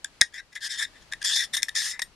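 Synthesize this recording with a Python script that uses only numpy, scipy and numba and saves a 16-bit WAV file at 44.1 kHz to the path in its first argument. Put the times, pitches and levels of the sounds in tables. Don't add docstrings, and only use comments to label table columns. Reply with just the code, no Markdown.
import sys
import numpy as np
from scipy import signal
from scipy.fft import rfft, irfft
from scipy.io import wavfile
from scipy.ndimage import uniform_filter1d
from numba import njit

SR = 44100
rng = np.random.default_rng(int(sys.argv[2]) if len(sys.argv) > 2 else 0)


def wav_record(signal):
    frames = np.transpose(np.atleast_2d(signal))
    bounded = np.clip(frames, -1, 1)
    quanta = np.round(bounded * 32767).astype(np.int16)
    wavfile.write(sys.argv[1], SR, quanta)


def amplitude_ratio(level_db):
    exponent = np.asarray(level_db, float) / 20
    return 10 ** exponent


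N = 94815


def at(table, hz):
    table = np.array(table, float)
    return np.interp(np.log(np.maximum(hz, 1)), np.log(table[:, 0]), table[:, 1])


def unit(x):
    return x / np.sqrt(np.mean(x ** 2))


def walk(rate_hz):
    hold = int(SR / rate_hz)
    steps = np.repeat(rng.standard_normal(N // hold + 1), hold)
    return unit(uniform_filter1d(uniform_filter1d(steps, hold), hold)[:N])


def pair(common, own, hz, lean, apart):
    side = np.array([[1], [-1]])
    return (common + side * amplitude_ratio(at(apart, hz)) * own) * amplitude_ratio(side * at(lean, hz) / 2)


# frequency in Hz, relative density in dB per Hz.
ROOM_SPECTRUM = [(12, -22), (20, 1), (287, -7), (525, -10), (602, -9.5), (986, -10.5), (3300, -13.5),
                 (3580, -16.5), (4230, -13.5), (12700, -29.5), (14100, -52)]
# frequency in Hz, left minus right in dB.
ROOM_LEAN = [(30, 14), (125, 4.1), (300, 1.9), (4000, 2.5), (12000, 2.2)]
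# frequency in Hz, unrelated part re shared part in dB.
ROOM_APART = [(30, -9.5), (200, -10), (1000, -4.5), (4000, -0.5), (12000, -1)]
# time in seconds, level re ROOM_DB in dB.
ROOM_SWELL = [(0, 1.3), (.2, 0.2), (.3, -2.5), (.45, -3.5), (.7, -4), (.9, 2), (1.05, 1.5), (1.3, 1.5),
              (1.6, 2), (1.9, -0.5), (2.15, -0.9)]
ROOM_DB, ROOM_TOP_HZ = -57.5, 12300


def room_noise(t):
    hz = np.fft.rfftfreq(N, 1 / SR)
    shape = amplitude_ratio(at(ROOM_SPECTRUM, hz)) * (hz < ROOM_TOP_HZ)
    common = rfft(rng.standard_normal(N)) * shape
    own = rfft(rng.standard_normal(N)) * shape
    noise = unit(irfft(pair(common, own, hz, ROOM_LEAN, ROOM_APART), N))
    swell_db = np.interp(t, *np.array(ROOM_SWELL).T)
    return amplitude_ratio(ROOM_DB + swell_db + 0.5 * walk(9.07)) * noise


# start in seconds, push level re SNAP_DB in dB, upper re lower modes in dB,
# slip length in ms, drive of the free rim re push in dB.
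SNAPS = [(.0436, -35, 19, 1.8, -40), (.0453, -11.5, 3.5, 1.43, -39.5), (0.0577, -36.5, -2.5, 1.3, -35.5),
         (0.2098, -7.5, -5.5, 1.4, -42.5), (0.2131, 2, 6, 1.5, -38.5), (0.2153, -3.6, -15, 2.14, -33.5),
         (0.2167, -4, -16, 1.2, -44), (0.2243, -27.5, -6, 5.1, -40.5), (0.238, -36.5, 8.5, 2, -42.5),
         (0.3417, -31, -5.5, 2, -37.5), (.528, -43.5, -0.5, 2, -36.5), (0.554, -27.5, -1.5, 1.2, -37),
         (1.116, -39, -8, 5.7, -9), (1.1226, -21, -2.5, 3.1, -27.5), (1.1342, -18, -10.5, 2.2, -37),
         (1.2168, -29, -0.8, 2.5, -42), (1.227, -25, 4.5, 2.1, -37), (1.248, -23.5, 21.5, 4.1, -41),
         (1.36, -20, 6, 6.9, -40), (1.408, -20, 7, 2.3, -31), (1.5345, -24, 2, 5, -4),
         (1.547, -27, 3, 9, 2), (1.5683, -14, 7, 1.4, -8), (1.621, -24, 3, 3.5, -30),
         (1.6298, -3.5, 0, 1.85, -19), (1.683, -25, -7, 6.3, -27.5), (1.691, -19.5, -2.2, 2.3, -24.5),
         (1.752, -21, 1.5, 2.9, -30), (1.772, -19.5, 3.5, 2.4, -31.5), (1.8192, -20.5, -2, 1.76, -46.5),
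         (1.9925, -18, -8.3, 5.4, -24.5), (2.018, -15.5, 2, 3.6, -8.5), (2.023, -24.5, -2.5, 7, -13.5)]
SNAP_DB, FIRST_SLIP_GAIN = -9, 2.3


def snaps(t):
    rows, push = np.array(SNAPS, float), np.zeros(N)
    crackle = np.sign(rng.standard_normal(N))
    for start_s, db, _, length_ms, _ in rows:
        level = amplitude_ratio(db + SNAP_DB)
        age = np.maximum(t - start_s, 0) / (length_ms / 1000)
        push += level * np.minimum(age * 9, 1) * np.exp(-np.minimum(age, 9) ** 2) * crackle
        push[int(start_s * SR) + 8] += level * FIRST_SLIP_GAIN
    last = np.clip(np.searchsorted(rows[:, 0], t) - 1, 0, None)
    return push, last, rows


@njit
def ring(x, turn, keep):
    y, z = np.empty(len(x)), 0j
    for i in range(len(x)):
        z = z * keep * np.exp(1j * turn[i]) + x[i]
        y[i] = z.imag
    return y


def mode(x, hz, t60_s):
    keep = np.exp(-np.log(1000) / (t60_s * SR))
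    turn = 2 * np.pi * hz / SR * np.ones(N)
    return ring(x, turn, keep) * np.sqrt(2 * (1 - keep ** 2))


# frequency in Hz, left minus right in dB.
LEAN = [(1000, 2), (2000, 5.5), (4000, 4), (7000, 2.5), (12000, 2)]
# frequency in Hz, gain of the unrelated part in dB.
APART = [(1000, -23.5), (2000, -22.5), (5000, -11.5), (9000, -4.5), (13000, -9.5)]


def stereo_mode(common, own, hz, pitch_hz, t60_s):
    return pair(mode(common, pitch_hz, t60_s), mode(own, pitch_hz, t60_s), hz, LEAN, APART)


# frequency in Hz at GRIP_REST_HZ, level in dB, t60 in seconds.
BODY = [(830, -33.5, 0.0033), (1200, -42, 0.0027), (1566, -18, 0.011), (1616, -6, 0.02), (1780, -2, 0.022),
        (1862, -8.5, .06), (1920, -5, 0.033), (2440, -14, 0.0045), (3359, -5.5, 0.0082), (3665, -2, 0.014),
        (4400, -7, 0.0025), (5244, -1, 0.009), (6046, -6, 0.0019), (7053, -6, 0.0062), (8440, -10, 0.0025),
        (9610, -12, 0.0037), (10660, -13.5, 0.0019), (11600, -17, 0.002), (13000, -30.5, 0.004)]
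# time in seconds, main resonance, near 1.8 kHz, in Hz.
GRIP = [(0, 1763), (.21, 1829), (.34, 1780), (.41, 1915), (.56, 1858), (.63, 1780), (.76, 1780),
        (.86, 1809), (1.12, 1848), (1.25, 1806), (1.36, 1829), (1.46, 1824), (1.54, 1853), (1.63, 1855),
        (1.76, 1838), (1.85, 1837), (1.93, 1890), (2.02, 1902)]
# time in seconds, rub gain in dB.
FINGERS = [(.33, 0.9), (.56, 0.5), (.65, -2.5), (.73, -1.5), (.8, 1.5), (1.25, 2), (1.36, 2.5), (1.45, 0.5),
           (1.55, 2.5), (1.76, -1.5), (1.8, -5), (1.88, -6.5), (1.93, -1)]
GRIP_REST_HZ = 1820
DRIFT_RMS, SNAP_DETUNE_RMS = .012, .008
SNAP_SCATTER_DB, PATCHY_DB = 1.5, 2.5


def body(t, push, last, rows, rasp, press, bright):
    out = 0
    fingers_db = np.interp(t, *np.array(FINGERS).T)
    grip = np.interp(t, *np.array(GRIP).T) / GRIP_REST_HZ
    for k, (hz, db, t60_s) in enumerate(BODY):
        upper = np.clip(np.log2(hz / 1900) / 1.22, 0, 1) - .5
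        chance = rng.standard_normal((len(rows), 2))[last]
        pitch_hz = hz * grip * (1 + DRIFT_RMS * walk(18) + SNAP_DETUNE_RMS * chance[:, 0])
        rub_db = upper * bright + fingers_db * (3000 < hz < 4100) + PATCHY_DB * walk(45.035)
        rub = press * amplitude_ratio(rub_db)
        hit = push * amplitude_ratio(upper * rows[last, 2] + SNAP_SCATTER_DB * chance[:, 1])
        common = rasp * rub + hit
        own = np.roll(rasp, 4001 * (k + 1)) * rub + rng.standard_normal(N) * np.abs(hit)
        out = out + (-1) ** k * amplitude_ratio(db) * stereo_mode(common, own, hz, pitch_hz, t60_s)
    return out


# frequency in Hz, level in dB, t60 in seconds.
RIM = [(8823, 0, .11), (11440, -3, .08), (9787, -16, .07)]
TWIST_RIM_DB = -32


def rim(push, last, rows, rasp, press):
    out = 0
    drive = push * amplitude_ratio(rows[last, 4]) + rasp * press * amplitude_ratio(TWIST_RIM_DB)
    for hz, db, t60_s in RIM:
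        own = rng.standard_normal(N) * np.abs(drive)
        out = out + amplitude_ratio(db) * stereo_mode(drive, own, hz, hz, t60_s)
    return out


THUMP_S, THUMP_LENGTH_S, THUMP_DB = .2138, 0.0076, -33.5


def thump(t):
    age = np.clip((t - THUMP_S) / THUMP_LENGTH_S, 0, 1)
    return amplitude_ratio(THUMP_DB) * np.sin(np.pi * age) ** 2 * amplitude_ratio(np.array([[4.], [-4.]]))


SLIPS_PER_S, SLIP_SPREAD_DB = 14000, 1.5
RUB_LOW_HZ = 1394


def slips():
    hit = rng.random(N) < SLIPS_PER_S / SR
    size = rng.standard_normal(N) * amplitude_ratio(SLIP_SPREAD_DB * rng.exponential(size=N))
    highpass = signal.butter(2, RUB_LOW_HZ, "highpass", fs=SR, output="sos")
    return signal.sosfilt(highpass, unit(hit * size))


# time in seconds, pressure re TWIST_DB in dB, upper re lower modes in dB.
TWISTS = [
    [(0.325, -49, -3), (0.329, -61.5, -9), (0.341, -38.5, -7.9), (0.401, -41, -14.7), (0.425, -82.5, -16.3)],
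    [(0.51, -76.5, -7), (0.532, -45, -13), (0.544, -68.5, 8.2), (0.556, -31, -5), (0.576, -40.5, -11.5),
     (0.6, -70, -10)],
    [(0.605, -49.5, -0.8), (0.627, -30.5, -2.7), (0.657, -27.5, 3.2), (0.677, -32.5, -1), (0.69, -49, -20)],
    [(0.69, -37.5, -8), (0.714, -30, 4.7), (0.768, -37.5, -2.5)],
    [(0.768, -42.5, -3), (0.796, -28, 4.3), (0.818, -25.5, -3.5), (0.826, -21, -4.1), (0.852, -35, -4.3),
     (0.862, -55.5, -3), (0.885, -59, -4)],
    [(0.9, -60.5, -5.5), (0.912, -66, -16), (0.974, -53, -10), (0.992, -67, -3.5), (1.026, -51.5, -7),
     (1.042, -74.5, 0.1), (1.05, -75.5, 0.1)],
    [(1.205, -66, -10), (1.217, -35.5, -10), (1.229, -34, 3.4), (1.235, -44.5, -12.5), (1.245, -24.5, 4.9),
     (1.34, -26.5, 4.1)],
    [(1.34, -30, 12.5), (1.368, -21, 3.4), (1.378, -24.5, 3.5), (1.45, -28.5, -3), (1.47, -55, -12),
     (1.48, -57, 7)],
    [(1.525, -61, 9), (1.537, -25, -2.1), (1.551, -26, 6.2), (1.561, -39, 2.2), (1.571, -25, 5.7),
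     (1.615, -52.5, -7)],
    [(1.74, -60, -22), (1.754, -24.5, 3.7), (1.776, -23, 4.1), (1.85, -29.5, 2.3)],
    [(1.85, -25.5, 5.2), (1.925, -29, -4.2)],
    [(1.925, -31, -7.1), (1.985, -59.5, -15)],
]
TWIST_DB = -6


def twists(t):
    press, bright = np.zeros(N), np.zeros(N)
    for rows in TWISTS:
        time_s, press_db, bright_db = np.array(rows, float).T
        on = (t >= time_s[0]) & (t < time_s[-1])
        press[on] = amplitude_ratio(np.interp(t[on], time_s, press_db) + TWIST_DB)
        bright[on] = np.interp(t[on], time_s, bright_db)
    return press, bright


SMALL_HZ, TOP_HZ = 702, 12570


def holder(t):
    push, last, rows = snaps(t)
    press, bright = twists(t)
    rasp = slips()
    out = body(t, push, last, rows, rasp, press, bright) + rim(push, last, rows, rasp, press)
    band = signal.butter(3, [SMALL_HZ, TOP_HZ], "bandpass", fs=SR, output="sos")
    return signal.sosfilt(band, out)


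TAIL_DB, TAIL_T60_S, TAIL_DELAY_S, TAIL_APART = -16, 0.11, 0.0037, .3


def desk_and_room_tail(near, t):
    age_s = t[:SR // 4]
    tail = rng.standard_normal((2, len(age_s))) * amplitude_ratio(-60 * age_s / TAIL_T60_S) * (age_s > TAIL_DELAY_S)
    tail[1] = tail[0] + TAIL_APART * tail[1]
    tail = tail / np.sqrt(np.sum(tail ** 2, axis=1, keepdims=True))
    return amplitude_ratio(TAIL_DB) * signal.fftconvolve(near, tail, axes=1)[:, :N]


def scene():
    t = np.arange(N) / SR
    near = holder(t)
    return near + desk_and_room_tail(near, t) + room_noise(t) + thump(t)


CLIP = 1.05


def band_limit(x):
    return signal.sosfilt(signal.butter(12, 14290, fs=SR, output="sos"), x)


def record(dry):
    mix = np.clip(dry, -CLIP, CLIP)
    return band_limit(mix)


dry = scene()
out = record(dry)
wav_record(out)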